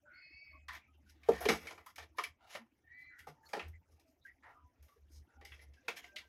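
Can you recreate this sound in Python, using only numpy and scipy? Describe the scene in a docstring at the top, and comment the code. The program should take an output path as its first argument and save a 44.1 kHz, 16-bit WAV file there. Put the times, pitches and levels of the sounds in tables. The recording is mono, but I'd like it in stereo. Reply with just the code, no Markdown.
"""Kittens on a cardboard box

Kittens climb over a cardboard box in a hard-floored room: paws and claws knock the panels (clicks and
dying noise bursts into panel modes), fur and pads brush over them (grainy noise into the same modes).
A kitten squeaks twice on two tones at once (hoarse sines, their doubles and sum through a throat resonance).
A low sine hum with rumble swells and fades, faint tones of narrow noise come and go over patchy room air."""
import sys
import numpy as np
from scipy import signal
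from scipy.fft import rfft, irfft, next_fast_len
from scipy.io import wavfile

SR = 44100
rng = np.random.default_rng(int(sys.argv[2]) if len(sys.argv) > 2 else 0)


def bounce(signal):
    """Save signal as a 16-bit WAV file at the path given by the first command-line argument."""
    frames = np.transpose(np.atleast_2d(signal))
    limited = np.clip(frames, -1, 1)
    pcm = np.round(limited * 32767).astype(np.int16)
    wavfile.write(sys.argv[1], SR, pcm)


N = 276973


def from_db(db):
    """Gain of a level in dB."""
    return 10 ** (np.asarray(db) / 20)


def rms_one(x):
    """Scaled to rms 1."""
    return x / np.sqrt(np.mean(x ** 2) + 1e-20)


def in_time(rows):
    """Columns of a curve, interpolated at every sample."""
    s, *columns = np.transpose(rows)
    return [np.interp(np.arange(N) / SR, s, c) for c in columns]


def gate(start_s, end_s, fade_s):
    """1 between two times, with linear edges inside them."""
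    t = np.arange(N) / SR
    return np.clip(np.minimum(t - start_s, end_s - t) / fade_s, 0, 1)


def drift(rate_hz):
    """Random wander of rms 1: noise through two equal poles, computed every 40 samples."""
    pole = np.exp(-2 * np.pi * rate_hz * 40 / SR)
    noise = rng.standard_normal(N // 40 + 2002)
    slow = signal.lfilter([1], [1, -2 * pole, pole * pole], noise)[2000:]   # settled part
    return np.interp(np.arange(N) / 40, np.arange(len(slow)), rms_one(slow))


def resonate(x, hz, width_hz):
    """Two-pole resonance with a peak gain of 1."""
    r = np.exp(-np.pi * width_hz / SR)
    top = [(1 - r * r) / 2, 0, (r * r - 1) / 2]
    return signal.lfilter(top, [1, -2 * r * np.cos(2 * np.pi * hz / SR), r * r], x)


def pair(alike):
    """Left and right white noise with correlation alike, 0-1."""
    alike = np.clip(alike, 0, 1)
    mid, side = rng.standard_normal((2, N))
    return (np.sqrt(1 + alike) * mid + np.sqrt(1 - alike) * side * np.array([[1], [-1]])) / np.sqrt(2)


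# spectrum of the air, relative: (pitch_hz, density_db)
AIR_SPECTRUM = [(15, -40), (25, -17.5), (75, 8), (178, -9.5), (297, 2.5), (457, -27.5), (537, -12),
                (703, -10), (1110, -21.5), (2300, -16), (4260, -37), (6730, -21), (7300, -45), (10900, -33),
                (15500, -34)]
AIR_DB = -74


def room_air():
    """Patchy background noise in quarter-octave bands, most alike left and right in the bass."""
    hz_points, db_points = np.transpose(AIR_SPECTRUM)
    edges_hz = 25 * 2 ** np.arange(0, 9.4, .25)
    together = drift(3)   # shared by all bands
    deep, thin = pair(0.53), [pair(0.16), pair(.3)]
    out = 0
    for k, (low, high) in enumerate(zip(edges_hz, edges_hz[1:])):
        white = deep if high < 130 else thin[k % 2]
        band = signal.sosfilt(signal.butter(2, [low, high], "band", fs=SR, output="sos"), white)
        db = np.interp(np.log(low * high) / 2, np.log(hz_points), db_points)
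        patchy_db = 4.0 * drift(26) + 5.6 * drift(14) + .6 * together
        out = out + from_db(db + patchy_db) * band
    return from_db(AIR_DB) * rms_one(out)


# hum swells; those under two edges long stay below level_db: (start_s, length_s, pitch_hz, level_db)
HUM_SWELLS = [(0.308, 0.081, 70, -60), (0.468, 0.37, 73.1, -63.5), (0.84, 0.54, 75.44, -69),
              (1.284, 0.15, 68.4, -52.5), (1.41, 0.099, 69.6, -45.5), (1.506, 0.08, 70.6, -44.5),
              (1.574, 0.14, 77.4, -62), (1.75, 0.11, 79.9, -67), (1.96, 0.13, 78.2, -60),
              (2.078, 0.077, 72.9, -58.5), (2.25, 0.11, 77.4, -64.5), (2.82, .15, 77, -77),
              (3.03, 0.089, 75.6, -64), (3.198, 0.13, 73.6, -78.5), (3.611, 0.15, 79.4, -49),
              (3.711, 0.11, 81.7, -53), (3.87, .15, 78.5, -69), (4.226, 0.26, 73, -87),
              (4.603, 0.098, 71.9, -60), (4.78, .12, 70.5, -58), (4.971, 0.14, 72.25, -61),
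              (5.08, 0.19, 73.45, -57.5), (5.329, 0.47, 71.7, -62), (6.006, 0.12, 67.5, -71),
              (6.217, 0.1, 69.2, -72)]
HUM_EDGE_S, HUM_REST_DB = 0.059, -87


def hum():
    """A low sine in swells, gliding between the pitches at their middles, with a rumble around it."""
    hz, = in_time([(s + length / 2, hz) for s, length, hz, db in HUM_SWELLS])
    level = from_db(HUM_REST_DB)
    for s, length, _, db in HUM_SWELLS:
        level = level + from_db(db) * gate(s, s + length, HUM_EDGE_S) ** 1.5
    tone = np.sqrt(2) * np.sin(np.cumsum(2 * np.pi * hz / SR))
    rumble = rms_one(resonate(resonate(pair(.6), 55, 50), 55, 50))
    sides = from_db([[.6], [-.6]])
    return level * from_db(1.5 * drift(18)) * (tone + from_db(-9.5) * rumble) * sides


# faint narrow swells: (start_s, length_s, pitch_hz, width_hz, level_db)
FAINT_TONES = [(0.019, 0.14, 592, 41, -70), (0.053, 0.19, 1466, 147, -58.5), (0.097, 0.34, 2063, 390, -63),
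               (0.436, 0.2, 2210, 250, -61.5), (0.528, 0.063, 1114, 57, -61), (0.507, 0.13, 625, 47, -74.5),
               (0.802, 0.11, 2342, 320, -67.5), (0.877, 0.056, 1260, 33, -74.5),
               (1.059, 0.06, 1485, 110, -69.5), (1.783, 0.072, 2003, 130, -66),
               (2.147, 0.033, 960, 98, -68), (2.589, 0.081, 228, 13, -60), (2.871, 0.2, 1873, 206, -62),
               (3.092, 0.14, 1720, 220, -60.5), (3.103, 0.24, 1446, 120, -64),
               (3.276, 0.077, 152.6, 10, -58.5), (3.303, 0.37, 885, 61, -70), (3.43, 0.051, 1670, 220, -65),
               (3.455, 0.031, 4330, 370, -62.5), (3.729, 0.06, 2008, 260, -64.5),
               (4.032, 0.21, 648, 60, -76), (4.213, 0.044, 3870, 360, -75), (4.25, 0.034, 1610, 87, -51.5),
               (4.261, 0.079, 1930, 240, -57.5), (4.424, 0.13, 1830, 450, -59.5),
               (4.547, .11, 1200, 150, -64.5), (4.55, 0.21, 993, 19, -71), (4.88, 0.11, 1150, 66, -71),
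               (4.958, 0.052, 438, 60, -69), (5.279, 0.17, 1433, 100, -70.5), (5.365, 0.18, 795, 40, -66.5),
               (5.768, 0.066, 1625, 67, -67), (5.828, 0.067, 513, 29, -67.5), (6.041, 0.035, 702, 21, -58),
               (6.037, 0.27, 1574, 18, -64.5), (6.123, 0.09, 607, 35, -67), (6.216, 0.036, 980, 52, -68)]
TONES_LEFT_DB = 3   # left over right


def faint_tones():
    """Short swells of white noise narrowed by two equal resonances."""
    out = np.zeros((2, N))
    for s, length, hz, width, db in FAINT_TONES:
        at, size = round(s * SR), round(length * SR)
        noise = rng.standard_normal((2, SR // 2))
        narrow = rms_one(resonate(resonate(noise, hz, width), hz, width)[:, -size:])
        swell = np.sin(np.pi * np.linspace(0, 1, size) ** 0.61) ** 1.05
        sides = from_db([[db + TONES_LEFT_DB / 2], [db - TONES_LEFT_DB / 2]])
        piece = out[:, at:at + size]
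        piece += (sides * narrow * swell)[:, :piece.shape[1]]
    return out


# path of each squeak's two tones: (time_s, low_hz, low_db, high_hz, high_db)
SQUEAK_PATHS = [
    [(0.13, 2155, -63, 2600, -95), (0.17, 2204, -59, 2562, -67), (0.25, 2169, -64.5, 2527, -62),
     (0.33, 2213, -60.5, 2595, -59), (0.43, 2276, -62, 2560, -57.5), (0.5, 2226, -65, 2546, -66),
     (0.64, 2246, -98, 2550, -86)],
    [(2.83, 1781, -80, 2283, -100), (2.86, 1816, -66.5, 2283, -92), (2.936, 1977, -58, 2285, -67),
     (3.056, 2039, -56, 2335, -65), (3.104, 2016, -61.5, 2270, -67.5), (3.135, 1986, -60, 2210, -76.5),
     (3.17, 1830, -75.5, 2230, -80.5)],
]
# hoarseness of each squeak: (rough_0_to_1)
SQUEAK_ROUGHNESS = [.17, .25]
# overtone levels of each squeak, before the throat: (low_double_db, sum_db, high_double_db)
SQUEAK_OVERTONES = [(-11.5, -16, -14), (-21.5, -31.5, -30.5)]
THROAT_HZ, THROAT_WIDTH_HZ = 4400, 1030   # resonance that passes the overtones


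def squeaks():
    """Two wavering, hoarse tones in one throat, mixed into their doubles and their sum."""
    out = np.zeros(N)
    for rows, rough, overtones_db in zip(SQUEAK_PATHS, SQUEAK_ROUGHNESS, SQUEAK_OVERTONES):
        low_hz, low_db, high_hz, high_db = in_time(rows)
        sounding = gate(rows[0][0], rows[-1][0], 0.0086)
        waves = []
        for hz, db in ((low_hz, low_db), (high_hz, high_db)):
            waver = 1 + 0.003 * drift(30) + .022 * rough * drift(120)
            phase = np.cumsum(2 * np.pi * hz * waver / SR)
            hoarse = 1 + rough * drift(72)
            size = np.sqrt(2) * from_db(db + 2.2 * drift(22)) * hoarse * sounding
            waves.append((phase, size))
        (p, a), (q, b) = waves
        double_gain, sum_gain, upper_gain = from_db(overtones_db)
        mixed = double_gain * a * np.sin(2 * p) + upper_gain * b * np.sin(2 * q)
        mixed += sum_gain * np.sqrt(abs(a * b)) * np.sin(p + q)
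        throat = resonate(resonate(mixed, THROAT_HZ, THROAT_WIDTH_HZ), THROAT_HZ, THROAT_WIDTH_HZ)
        out += a * np.sin(p) + b * np.sin(q) + throat
    return out


# faint restless shuffling between the strokes: (time_s, level_db)
SHUFFLING = [(0, -120), (.64, -115), (.7, -85), (1.1, -97.5), (1.3, -93), (1.7, -79), (2.1, -96.5),
             (2.22, -84.5), (2.36, -97), (2.5, -87), (2.8, -92), (2.95, -110), (3.2, -86.5), (3.8, -91.5),
             (4.3, -90.5), (4.9, -88), (5.5, -87.5), (6.28, -79)]
# offset of the shuffling in each group of modes: (hollow_db, panel_db, rasp_db, sheen_db)
SHUFFLE_OFFSETS = [2.5, -2.34, -5.5, -4.5]
# single strokes of a paw along the card: (peak_s, rise_s, fall_s, hollow_db, panel_db, rasp_db, sheen_db)
PAW_STROKES = [(.755, 0.037, 0.042, -86, -57.5, -49.5, -60.5), (1.105, 0.058, 0.033, -107, -101, -71, -71),
               (1.17, 0.034, 0.06, -88, -88, -76.5, -101), (1.348, 0.096, 0.056, -65, -51, -47, -59),
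               (1.43, 0.062, 0.073, -63, -49, -47.5, -55.5), (1.5, 0.024, 0.092, -67, -44.5, -41.5, -47),
               (1.64, 0.037, 0.092, -74, -59.5, -54.5, -68.5), (1.72, 0.18, 0.099, -67, -74, -71, -66),
               (1.899, 0.045, 0.023, -89, -64, -63, -66), (2.02, 0.045, 0.051, -69.5, -62.5, -58, -71),
               (2.175, 0.0084, 0.014, -90, -72, -60, -65), (2.262, 0.076, 0.047, -88, -69, -57.5, -61),
               (2.441, 0.053, 0.2, -93.5, -60.5, -69.5, -96), (2.533, 0.054, 0.067, -89, -73, -53, -57.5),
               (3.01, .04, 0.047, -92, -98, -74, -73), (3.191, 0.016, 0.05, -95, -81, -68, -73.5),
               (3.289, 0.017, 0.027, -62.5, -75, -60.5, -68), (3.49, 0.067, 0.08, -75.5, -69, -78, -67),
               (3.62, 0.094, .06, -70, -80, -67, -78), (3.659, 0.021, 0.04, -73, -83, -74, -88),
               (3.931, 0.036, 0.09, -86.5, -86, -85.5, -78.5), (4.089, 0.027, 0.072, -93, -97, -100, -75),
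               (4.261, 0.021, 0.04, -87, -99, -73.5, -72.5),
               (4.478, 0.054, 0.088, -88, -57.5, -75.5, -85.5),
               (5.151, 0.054, 0.065, -91.5, -91.5, -81.5, -66.5),
               (5.31, 0.053, 0.081, -81.5, -76, -84, -95.5), (5.53, 0.088, 0.062, -99, -93, -65, -75),
               (5.632, 0.027, 0.025, -86, -76.5, -72, -72), (5.92, 0.098, 0.031, -76, -74, -66, -75),
               (5.974, 0.015, 0.03, -98, -56.5, -44, -47.5), (6.04, 0.06, 0.062, -110, -74, -58.5, -66)]


def rubbing():
    """Level that shakes each group of modes: faint shuffling plus strokes that swell and fade."""
    shuffle_db, = in_time(SHUFFLING)
    level = np.array([from_db(shuffle_db + db + 3.0 * drift(4)) for db in SHUFFLE_OFFSETS])
    t = np.arange(N) / SR
    for s, rise, fall, *colour_db in PAW_STROKES:
        swell = np.exp(-2 * ((t - s) / np.where(t < s, rise, fall)) ** 2)
        level = level + from_db(colour_db)[:, None] * swell
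    return level * from_db(2.0 * drift(79) + 1.1 * drift(25))   # fibres catch and slip


# knocks on the box:
# (time_s, thump_db, panel_db, claw_db, treble_fall_db_per_octave, favoured_hz, t60_s, left_over_right_db)
BOX_KNOCKS = [(0.683, -91, -37.5, -44, 18.5, 1970, 0.22, -1.5),
              (1.095, -100, -99, -75.5, 0, 4860, 0.18, -12), (1.232, -101, -99, -63.5, 12, 2500, 0.14, 7),
              (1.287, -26.5, -31, -68, 18, 410.6, 0.14, 1), (1.405, -49, -45, -69.5, -13, 685, 0.3, 0),
              (1.453, -30.5, -40, -31.5, 12.5, 456, 0.081, -2.5),
              (1.486, -23.5, -31, -27.5, 6.5, 2153, 0.16, 2), (1.669, -81, -64, -47, 7, 2240, 0.17, 0),
              (1.707, -57, -49, -53, 7, 750, 0.14, -5.5), (1.777, -72, -53, -59, 19, 1170, 0.14, 3.5),
              (1.861, -99, -50, -59.5, -3, 1220, 0.16, -3.5), (1.958, -81, -76.5, -55, 1, 2000, 0.15, -2.5),
              (1.98, -68, -42.5, -47.5, 7.5, 735, 0.13, -4.5), (2.183, -46, -36, -34, 10.5, 1092, 0.16, -2),
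              (2.236, -63, -70, -40, 5.5, 2325, 0.092, -8),
              (2.55, -49.5, -41, -44.5, 11.5, 533, 0.11, -0.6), (3.189, -91, -94, -59, 2, 1905, 0.2, -9),
              (3.269, -54.5, -48, -59, 2, 703, 0.18, -1.7), (3.488, -82, -83, -60.5, -0.5, 820, 0.15, -2.5),
              (3.532, -41, -40, -41, 11, 785, 0.24, -1.5), (3.567, -40, -49, -58, 25, 480, 0.09, 0),
              (3.593, -68.5, -43, -40, 24, 2640, 0.15, -1), (3.681, -89, -94, -81, -8, 11840, 0.13, 2.3),
              (3.996, -88.5, -98, -78, -2.5, 5330, 0.17, -8.5),
              (4.433, -91, -56, -71, 21.5, 917, 0.19, -4.5),
              (4.825, -83, -89.5, -76.5, -6, 2535, 0.46, -0.5),
              (4.882, -84.5, -78, -75, 4, 1182, 0.23, 3.5),
              (5.411, -63, -62.5, -56.5, 27.5, 2180, 0.16, -4), (5.449, -66, -78, -53.5, 1, 2330, 0.2, -1),
              (5.518, -89, -61.5, -49.5, 36, 2320, 0.14, 2.5), (5.591, -83, -92, -62.5, 21, 1925, 0.24, 6),
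              (5.735, -105.5, -92.5, -66, 13, 5300, 0.17, -4),
              (5.881, -41.5, -37.5, -34, 10, 2476, 0.15, -0.5), (6.04, -90, -68, -55, 20, 2080, 0.11, -1),
              (6.16, -72.5, -74, -40, 20, 3430, 0.16, -4), (6.183, -93, -67, -51, 6, 2000, 0.13, 2)]
# modes of the box panels: (pitch_hz, width_hz, level_db)
BOX_MODES = [(172.7, 10, -2), (222.5, 12, -2), (308, 60, 1.5), (373, 42, 0), (429.7, 47, 3.5),
             (540, 260, -4), (670, 96, -1.5), (718, 57, 4), (816, 150, -1.5), (1015, 81, 0),
             (1182, 95, -2.5), (1396, 88, -2.5), (1510, 150, -6.5), (1833, 110, 0.5), (2036, 96, 1),
             (2290, 160, -1), (2620, 110, -4), (2900, 250, -6), (3250, 140, -3.5), (3570, 680, -9),
             (4200, 230, -9), (4706, 290, 2), (5040, 1200, 1.5), (6920, 700, -5), (7760, 330, -7),
             (8960, 480, -8.5), (10520, 1200, -1), (12000, 3700, -4), (14300, 970, -12)]
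# borders between hollow, panel, rasp and sheen modes: (border_hz)
GROUP_BORDERS = [600, 1500, 4000]
# left-right likeness of the noise in each group of modes: (alike_0_to_1)
GROUP_LIKENESS = [.93, 0.3, 0.42, 0.15]
# where thump, panel and claw levels hold: (pitch_hz)
KNOCK_COLOUR_POINTS = [447, 980, 1990]
TREBLE_HZ = 3000   # a knock's treble falls from here
BOOM_HZ, FULL_THUMP_DB, BOOM_LOSS = 330, -25, 0.43   # modes below lose dB per dB short of a full thump
SLAP, SLAP_DECAY_S, CLICK, RISE_S = 1.4, 0.0039, 0.8, .0012   # first contact


def box():
    """Each blow is a click and a dying burst of noise into the panel modes; brushing adds grainy noise."""
    hz, width, mode_db = np.transpose(BOX_MODES)
    group = np.searchsorted(GROUP_BORDERS, hz)
    power = from_db(2 * mode_db) * np.pi * width / SR
    noise_gain = np.sqrt(np.bincount(group, power)[group])   # of each group of modes to white noise
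    brush = rubbing()
    noise = [pair(alike) for alike in GROUP_LIKENESS]
    # the rubbed spot wanders
    shake = np.array([noise[k] * brush[k] * from_db(2.8 * drift(4.9)) for k in group])

    luck = rng.standard_normal((len(BOX_KNOCKS), len(BOX_MODES)))
    for knock, chance in zip(BOX_KNOCKS, luck):
        s, thump_db, panel_db, claw_db, fall_db, favoured_hz, t60_s, pan_db = knock
        at = round(s * SR)
        age = np.arange(min(N - at, SR // 3)) / SR
        colour_db = np.interp(np.log(hz), np.log(KNOCK_COLOUR_POINTS), [thump_db, panel_db, claw_db])
        colour_db -= fall_db * np.log2(np.maximum(hz / TREBLE_HZ, 1))
        colour_db -= (hz < BOOM_HZ) * BOOM_LOSS * (FULL_THUMP_DB - thump_db)
        # the spot struck favours some modes
        near_db = 7.7 * np.exp(-(np.log2(hz / favoured_hz) / 0.18) ** 2)
        size = from_db(colour_db + near_db + 2.5 * chance)
        dying = from_db(-60 * age / t60_s) + SLAP * np.exp(-age / SLAP_DECAY_S)   # rattle plus slap
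        sides = from_db([pan_db / 2, -pan_db / 2])
        burst = sides[:, None] * dying * (1 - np.exp(-age / RISE_S))
        for j, k in enumerate(group):
            shake[j, :, at:at + len(age)] += size[j] * burst * noise[k][:, at:at + len(age)]
            shake[j, :, at] += CLICK * size[j] * sides / noise_gain[j]

    signs = (-1) ** np.arange(len(BOX_MODES))
    gains = signs * from_db(mode_db) / noise_gain
    return sum(g * resonate(x, f, w) for g, x, f, w in zip(gains, shake, hz, width))


ROOM_T60_S, ROOM_DB, FAR_ROOM_DB = 0.2, -13.5, 4   # low-pitch decay; sends of box and squeaks


def room(x):
    """Six feedback delays a side, taken on a padded frequency grid; the walls swallow the treble."""
    size = next_fast_len(N + SR)
    hz = np.arange(size // 2 + 1) * SR / size
    t60_s = ROOM_T60_S / (1 + hz / 9000)
    response = np.zeros((2, len(hz)), complex)
    for k, lag_s in enumerate(rng.uniform(0.0083, .03, 12)):
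        loop = from_db(-60 * lag_s / t60_s) * np.exp(-2j * np.pi * hz * lag_s)
        response[k % 2] += loop / (1 - loop) * (-1) ** (k // 2)
    thin = hz / (hz + 700)   # a small room returns little bass
    return irfft(rfft(x, size) * response * thin, size)[:, :N]


RIGHT_LAG_SAMPLES = 8


def scene():
    """Box close by, squeaks further off, all over the air of the room."""
    card, voice = box(), squeaks()
    wet = room(from_db(ROOM_DB) * card.mean(0) + from_db(FAR_ROOM_DB) * voice)
    near = card + voice * from_db([[1.5], [-1.5]])
    # direct sound reaches the right channel later
    near[1] = np.concatenate([np.zeros(RIGHT_LAG_SAMPLES), near[1, :-RIGHT_LAG_SAMPLES]])
    return near + wet + faint_tones() + hum() + room_air()


CUTOFF_HZ = 15850


def record(dry):
    """A steep elliptic low-pass cuts the top."""
    return signal.sosfilt(signal.ellip(10, .5, 75, CUTOFF_HZ, fs=SR, output="sos"), dry)


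dry = scene()
out = record(dry)
bounce(out)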